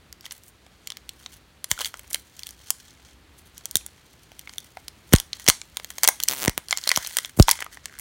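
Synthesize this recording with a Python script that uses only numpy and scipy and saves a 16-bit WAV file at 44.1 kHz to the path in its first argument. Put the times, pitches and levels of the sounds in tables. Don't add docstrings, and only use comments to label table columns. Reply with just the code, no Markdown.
import sys
import numpy as np
from scipy import signal
from scipy.fft import rfft, irfft, next_fast_len
from scipy.io import wavfile
from scipy.ndimage import uniform_filter1d

SR = 44100
rng = np.random.default_rng(int(sys.argv[2]) if len(sys.argv) > 2 else 0)


def log_audio(samples):
    frames = np.atleast_2d(samples).T
    limited = np.clip(frames, -1, 1)
    pcm = np.round(limited * 32767).astype(np.int16)
    wavfile.write(sys.argv[1], SR, pcm)


N = 352932

# (frequency [Hz], width [Hz], level [dB])
SHELL_MODES = [(1077, 45, -17.5), (2153, 380, -4), (3280, 500, -1), (4340, 480, -4.5), (6140, 2000, -2.5),
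               (8720, 1500, -9.5)]


def undb(db):
    return 10 ** (np.asarray(db) / 20)


def unit(x):
    return x / np.sqrt(np.mean(x ** 2))


def peak_one(rows):
    return rows / (np.abs(rows).max(axis=1, keepdims=True) + 1e-12)


def band(x, lo_hz, hi_hz, order=2):
    return signal.sosfilt(signal.butter(order, [lo_hz, hi_hz], "band", fs=SR, output="sos"), x)


def place(times, sounds):
    out = np.zeros(N + sounds.shape[1])
    for s, sound in zip(times, sounds):
        i = min(int(s * SR), N)
        out[i:i + len(sound)] += sound
    return out[:N]


def walk(rate):
    k = int(SR / rate)
    held = np.repeat(rng.standard_normal(N // k + 1), k)
    return uniform_filter1d(uniform_filter1d(held, k), k)[:N]


def air():
    # (frequency [Hz], relative density [dB])
    spectrum = [(20, -31), (60, 3), (110, -5.5), (320, -11), (600, -17), (2000, -18.5), (4400, -21.5),
                (5200, -27), (10000, -31.5), (16500, -36.5)]
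    hz, db = np.transpose(spectrum)
    size = next_fast_len(N)
    f = np.maximum(np.arange(size // 2 + 1) * SR / size, 1)
    colour = undb(np.interp(np.log(f), np.log(hz), db))
    hiss = unit(irfft(rfft(rng.standard_normal(size)) * colour, size)[:N])
    hum = unit(band(rng.standard_normal(N), 58.7, 64))
    return undb(-55.5) * (undb(walk(3.1)) * hiss + undb(-12.5) * hum)


def room(x, room_db=-17.5):
    t = np.arange(SR // 2) / SR
    tail = 0
    # (low edge [Hz], high edge [Hz], T60 [s], level [dB])
    for lo_hz, hi_hz, t60, db in [(507, 2100, 0.182, 0.0), (2420, 11000, 0.268, -5.5), (8000, 21000, 0.042, 4.5)]:
        decay = np.exp(-np.log(1000) * t / t60)
        tail = tail + undb(db) * band(rng.standard_normal(len(t)), lo_hz, hi_hz) * decay
    tail = tail * np.clip(t / 0.00097, 0, 1)
    return undb(room_db) * signal.fftconvolve(x, tail / np.sqrt(np.sum(tail ** 2)))[:N]


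def shell(x, direct_db=-8):
    out = undb(direct_db) * x
    for hz, width_hz, db in SHELL_MODES:
        out = out + undb(db) * signal.lfilter(*signal.iirpeak(hz, hz / width_hz, fs=SR), x)
    return out


def strokes(t):
    # (time of peak [s], level [dB], rise [s], fall [s], treble tilt [dB])
    stroke_table = [(.258, -45.5, .05, .04, -11), (0.319, -50, .03, 0.12, 2),
                    (.485, -56.5, 0.08, 0.031, 10.5), (.9, -62, 0.5, 0.25, -24),
                    (1.23, -55.5, 0.17, 0.11, -1), (1.335, -47, 0.054, 0.051, -0.5),
                    (1.713, -40.5, .02, 0.073, 4), (1.81, -34.5, .05, .07, -2), (1.86, -37, .04, .045, 1.5),
                    (1.96, -53.5, .15, .3, -3), (2.13, -45.5, 0.04, 0.12, 3), (2.47, -53, 0.39, 0.24, -3.5),
                    (2.64, -50, 0.13, 0.37, -4.5), (3.129, -56.5, 0.67, 0.039, -8.5),
                    (3.391, -53.5, 0.038, 0.042, 4.5), (3.469, -53.5, 0.03, 0.03, 2),
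                    (3.58, -56.5, 0.094, 1.78, -5), (4.58, -54.5, 0.3, 0.5, -0.5),
                    (5.13, -44.5, 0.054, .15, 1.5), (5.36, -50, 0.063, 0.41, -5),
                    (5.48, -42.5, .04, .1, -6), (5.95, -50, 0.39, 1.4, -1), (6.041, -32, .015, .03, -6),
                    (6.33, -40, .06, .2, 0), (6.7, -42.5, 0.03, 0.23, -4), (6.97, -41.5, .25, 0.29, -3),
                    (7.2, -43, 0.32, 0.15, -1), (7.396, -42.5, 0.033, .05, 13.5),
                    (7.52, -40, 0.08, 0.16, -8), (7.728, -46, .025, 0.05, -3), (8, -57, 1, .5, -9)]
    span_db = 20
    power, tilt = 1e-12, 0
    for s, db, rise, fall, tilt_db in stroke_table:
        distance = np.where(t < s, (s - t) / rise, (t - s) / fall)
        p = undb(db - span_db * distance) ** 2
        power, tilt = power + p, tilt + p * tilt_db
    return 10 * np.log10(power), tilt / power


def rustle(grains_per_s=500, scatter_db=3.5):
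    t = np.arange(N) / SR
    db, tilt_db = strokes(t)
    hits = (rng.random(N) < grains_per_s / SR) * undb(scatter_db * rng.exponential(size=N))
    envelope = signal.lfilter([1], [1, -np.exp(-1 / (0.0027 * SR))], hits) + .4
    grains = shell(envelope * rng.standard_normal(N))
    dull = unit(band(grains, 2410, 9800))
    bright = unit(band(grains, 7350, 17700))
    hollow = unit(band(grains, 1420, 2100))
    taut = unit(band(grains, 3170, 3450))
    hollow_db = np.interp(t, [5, 7.5], [-9, -4])
    taut_db = np.interp(t, [1.6, 1.82, 2.1], [-24, -5, -24])
    mix = dull + undb(tilt_db) * bright + undb(hollow_db) * hollow + undb(taut_db) * taut
    return undb(db + 3.3 * walk(30)) * mix


def snaps(count, t60_ms, spread=.3):
    t = np.arange(900) / SR
    draw = rng.standard_normal((count, len(t) + 1))
    t60 = t60_ms / 1000 * np.exp(spread * draw[:, :1])
    spike = 1 + 1.5 * np.exp(-t / .0003)
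    attack = np.minimum(t / .0001, 1)
    return draw[:, 1:] * spike * np.exp(-np.log(1000) * t / t60) * attack


def creaks():
    # (start [s], end [s], slip rate [1/s], level [dB], bright tick re knock [dB])
    creak_table = [(6.983, 7.037, 170, -38, 4), (7.06, 7.165, 170, -53, 26), (7.882, 7.99, 70.5, -40, 1)]
    out = 0
    for start, end, rate, db, tick_db in creak_table:
        s = start + np.arange(round((end - start) * rate)) / rate
        draw = rng.standard_normal((len(s), 2))
        knock = peak_one(band(snaps(len(s), 16), 1438, 2100))
        tick = peak_one(band(shell(snaps(len(s), 3.1)), 2440, 16000))
        slip_db = db + 2 * draw[:, 1:]
        out = out + place(s + 0.00048 * draw[:, 0], undb(slip_db) * (knock + undb(tick_db) * tick))
    return out


def thump(length_ms, growth=1.95, first_ms=1.2):
    ms = (1 + np.arange(4000)) * 1000 / SR
    u = ms / np.reshape(length_ms, (-1, 1))
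    swell = 2 * u / (1 + u ** 2.6) * np.exp(-(ms / 40) ** 2)
    return swell * np.sin(np.pi * np.log(ms / first_ms) / np.log(growth))


def puffs():
    # (time [s], level [dB], length [ms], direction [push 1 or pull -1])
    puff_table = [(5.1367, 0.5, 4.8, 1), (5.4845, -11, 2.4, -1), (6.4786, -9, 3, -1), (7.3974, 4, 6.2, -1),
                  (1.7135, -30, 7, -1), (6.9734, -24, 2.7, -1), (7.3885, -12, 6, -1), (7.374, -28, 6, 1),
                  (5.124, -18, 4, 1), (3.755, -28, 3, -1)]
    s, db, length_ms, way = np.transpose(puff_table)
    thumps = place(s, (np.sign(way) * undb(db))[:, None] * thump(length_ms))
    return signal.sosfilt(signal.butter(2, 30., "high", fs=SR, output="sos"), thumps)


def seam():
    # (time [s], tab level [dB])
    rip = [(6.2964, -12), (6.3124, -10.5), (6.3569, -24), (6.409, -18), (6.4255, -12.5), (6.4312, -10),
           (6.46, -6), (6.495, -8), (6.5779, -3.5)]
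    torn = [0, 2, 8, 15, 18, 19, 22, 23, 24]
    jitter_s, scatter_db = .0004, 1
    when, tab_db = np.transpose(rip)
    tab = np.arange(torn[-1] + 1)
    draw = rng.standard_normal((len(tab), 2))
    s = np.interp(tab, torn, when) + jitter_s * draw[:, 0]
    db = np.interp(tab, torn, tab_db) + scatter_db * draw[:, 1]
    ms = (1 + np.arange(900)) * 1000 / SR
    chirp = np.sin(np.pi * np.log(ms / 0.057) / np.log(2.4))
    click = chirp * (ms / 0.11) ** -.75 * np.exp(-ms / 5)
    fronts = snaps(1, 2.6, spread=0) + .5 * snaps(len(s), 4.2)
    fizz = peak_one(band(fronts, 11400, 17000))
    rattle = peak_one(band(shell(snaps(len(s), 9, spread=0.21)), 3800, 8000, order=1))
    fizz_db = np.interp(s, [6.3, 6.42, 6.46], [-1.5, -3, -10])[:, None]
    tabs = undb(fizz_db) * (fizz + undb(-4.0) * rattle) - undb(-1.5) * click
    return place(s, undb(db)[:, None] * tabs)


def ticks():
    count, crowding = 900, .45
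    over_rustle_db, scatter_db, colour_db = 2, 2.5, 7
    chance, colour = rng.random((count, 3)), rng.standard_normal((count, 3))
    t = np.arange(0, N / SR, 1 / 1000)
    busy = np.cumsum(undb(crowding * strokes(t)[0]))
    s = np.interp(chance[:, 0], busy / busy[-1], t)
    db, tilt_db = strokes(s)
    db = db + over_rustle_db - scatter_db * np.log(1 - chance[:, 1])
    body_db = -6.5 + colour_db * colour[:, 0]
    fizz_db = tilt_db + 4 + colour_db * colour[:, 1]
    mode = 1 + (chance[:, 2] * (len(SHELL_MODES) - 2)).astype(int)
    ring_hz = np.array(SHELL_MODES)[mode, 0] * (1 + 0.076 * colour[:, 2])
    return np.column_stack([s, db, body_db, fizz_db, ring_hz])


def cracks(ring_db=-3, ring_q=12.0):
    # (time [s], level [dB], body [dB], fizz [dB], ring [Hz])
    crack_table = [(0.127, -30.5, -6, 9, 4700), (0.209, -31.5, -30, -1, 4620), (0.2554, -24, -16, -7, 3210),
                   (0.263, -22.5, -10, -8, 1980), (0.3096, -24.5, -12, -15, 5920),
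                   (0.3193, -28, -8.5, -8, 1615), (0.665, -40.5, 4, -10, 695),
                   (0.8727, -19.5, -21, 1, 6900), (0.9027, -18.5, -14, -5, 3180),
                   (0.92, -23, -4.5, -10, 3500), (0.9702, -24.5, -9.5, -3, 5500),
                   (1.0921, -20.5, -36.5, 0, 4340), (1.2614, -23, -6, -24, 3780),
                   (1.6428, -16.5, -13, 4.5, 6250), (1.7143, -0.5, -9, -2, 6450),
                   (1.777, -32, 8, -10, 1430), (1.7903, -20.5, 0, -1, 3300), (1.7995, -28, 3, -9.5, 3235),
                   (1.8077, -19, -1.5, -12, 3300), (1.8164, -18, -19, -1, 3030),
                   (1.8466, -11.5, -24, -6, 4500), (1.8573, -17, -30, -17, 3440),
                   (1.9412, -26, 5.5, -8, 1410), (1.994, -33, 0, 8.5, 7600), (2.131, -25, -22, 15.5, 7080),
                   (2.108, -38, -8, 14.5, 4460), (2.145, -6, -14, 1.5, 7050), (2.157, -27.5, 2, 0, 2200),
                   (2.393, -26, -15.5, 2, 5800), (2.4332, -19.5, -36.5, -6, 4500),
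                   (2.4687, -24.5, -19, 7.5, 3170), (2.49, -29, -13, -1, 3200),
                   (2.7044, -11, -9.5, 10.5, 6250), (3.5795, -28.5, -26, 3, 6000),
                   (3.656, -21, -8, 8.5, 5900), (3.7113, -34, -27, 19.5, 6070),
                   (3.7555, -8, -12.5, 13, 3800), (3.769, -18.5, -30, 13, 7400),
                   (3.8633, -24.5, -13, 10.5, 7630), (4.318, -35.5, 2, -2, 725),
                   (4.393, -29, -10, 7.5, 3370), (4.474, -34, 9, -35, 2200),
                   (4.494, -26.5, -6.5, -20, 3200), (4.5362, -30, -11, -6, 6270),
                   (4.5822, -15.5, -24, -2, 3623), (4.7709, -35.5, 13.5, -3, 727),
                   (4.8818, -20, -17.5, -0.5, 4570), (5.1248, -24, 4, -0.5, 6160),
                   (5.1303, -6.5, -14, -9, 6600), (5.135, -4, 3.5, 8.5, 6170), (5.1514, -12, -4, -3, 3960),
                   (5.161, -7.5, -16, -10, 6600), (5.184, -15, -29, -11, 5240), (5.2, -11.5, -17, 4, 6260),
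                   (5.3314, -14, -29, -26, 4060), (5.3977, -30.5, -4, 3, 5730),
                   (5.4647, -17.5, -4.5, -7, 3290), (5.4781, -3, -9.5, -21, 5500), (5.4851, 4, -3, 5, 5550),
                   (5.4933, -18, 7.5, 21, 5740), (5.499, 2.5, -7, 1.5, 6400),
                   (5.6155, -17.5, -3.5, -30, 2350), (5.7701, -15, -10.5, 2, 3700),
                   (5.7986, -26, 0, -8, 1647), (5.8455, -20, -8.5, 2, 6500), (5.9041, -25, -1.5, 5.5, 4200),
                   (5.9828, -19.5, -6, 2.5, 6370), (6.0336, -3.5, -5.5, 4, 4680),
                   (6.0417, -6.5, -5, 6.5, 6750), (6.0481, -6.5, -7.5, -19, 6100),
                   (6.052, -17, -2, -10, 2030), (6.0759, 3, -20, 3.5, 6400), (6.0866, -3, -0.5, 8.5, 2100),
                   (6.0876, -9, 4.5, 14, 1010), (6.2015, -14.5, -8, 1.5, 3320), (6.2278, -22, -9, 3, 4280),
                   (6.236, -7, -23, 3.5, 7100), (6.2815, -19.5, 0.5, -13, 5960),
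                   (6.2853, -3.5, -18, 3.5, 6100), (6.4746, -28, 9.5, -23, 935),
                   (6.4791, -7.5, 3.5, 2.5, 5680), (6.685, -24, -13, 0, 4340),
                   (6.7093, -6.5, -17, -18, 6860), (6.727, -15.5, 10, -6, 2100),
                   (6.766, -30, -18, -4, 5500), (6.7736, -14.5, -11, 4, 6850), (6.784, -18, -13, -16, 6710),
                   (6.814, -28, -20, 1, 5500), (6.8386, -18.5, -31, -6, 4200), (6.872, -25, 4, -10, 675),
                   (6.875, -6, -10, -5.5, 4180), (6.8916, -4, -12, 2, 4380), (6.904, -23, 6, -14, 2420),
                   (6.9158, -1.5, -5, -7.5, 2000), (6.9382, -30, -20, -7, 4230),
                   (6.955, -22, -27, -15, 4180), (6.9608, -2.5, -23, -4.5, 6170),
                   (6.9739, -8.5, 0, 1.5, 6500), (7.0482, -18.5, -11.5, -7, 4280),
                   (7.0636, -18, -19, -8, 4280), (7.072, -23, -8, 9, 7450), (7.1692, -5, -11, 4.5, 6100),
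                   (7.1861, -5, -7, 1, 1940), (7.2478, -14, -15, -28, 3325), (7.3981, -4, -0.5, -6, 3000),
                   (7.4251, -4.5, -36.5, -0.5, 5600), (7.4787, -30, -14, 12.5, 6990),
                   (7.4831, -5, 3, -13, 920), (7.4912, -4, -2, 1, 5440), (7.501, -17, 0, 6, 4790),
                   (7.512, -4, -22, 5, 5500), (7.5162, -14, -5, -7, 5450), (7.53, -24.5, 2, -10, 2020),
                   (7.59, -30.5, 6, -13, 2000), (7.6049, -23, -1, 2, 2000), (7.618, -33.5, 9.5, -3, 1900),
                   (7.6237, -22.5, 8.5, 0, 1940), (7.6442, -35.5, 4, 13, 2130),
                   (7.664, -37.5, 13, -10, 1250), (7.745, -36.5, -20, 6, 6500),
                   (7.7718, -37.5, 7, -10, 1860), (7.8567, -19.5, -4.5, 2.5, 1764),
                   (7.9886, -39.5, 3, 19, 6760), (7.996, -35.5, 2.5, 15, 2100)]
    s, db, body_db, fizz_db, ring_hz = np.vstack([crack_table, ticks()]).T[:, :, None]
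    middle = peak_one(band(shell(snaps(len(s), 11)), 2500, 7000))
    body = undb(body_db) * peak_one(band(shell(snaps(len(s), 13.3)), 510, 1990))
    fizz = undb(fizz_db) * peak_one(band(shell(snaps(len(s), 9.3)), 7650, 19140))
    rings = []
    for hz, kick in zip(ring_hz[:, 0], snaps(len(s), 6)):
        rings.append(signal.lfilter(*signal.iirpeak(hz, min(ring_q, hz / 170), fs=SR), kick))
    low = ring_hz < 2500
    ring = peak_one(np.array(rings)) * undb(ring_db + np.where(low, body_db + 0.5, 0))
    body = body * undb(np.where(low, -3, 0))
    return place(s[:, 0], undb(db) * (undb(-2) * middle + undb(-1.0) * body + fizz + ring))


def scene():
    film = cracks() + seam() + creaks() + rustle()
    return (film + room(film) + puffs() + air())[None, :]


def record(dry, top_hz=16100):
    return signal.sosfilt(signal.ellip(8, .2, 60, top_hz, fs=SR, output="sos"), np.clip(dry, -1, 1))


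dry = scene()
out = record(dry)
log_audio(out)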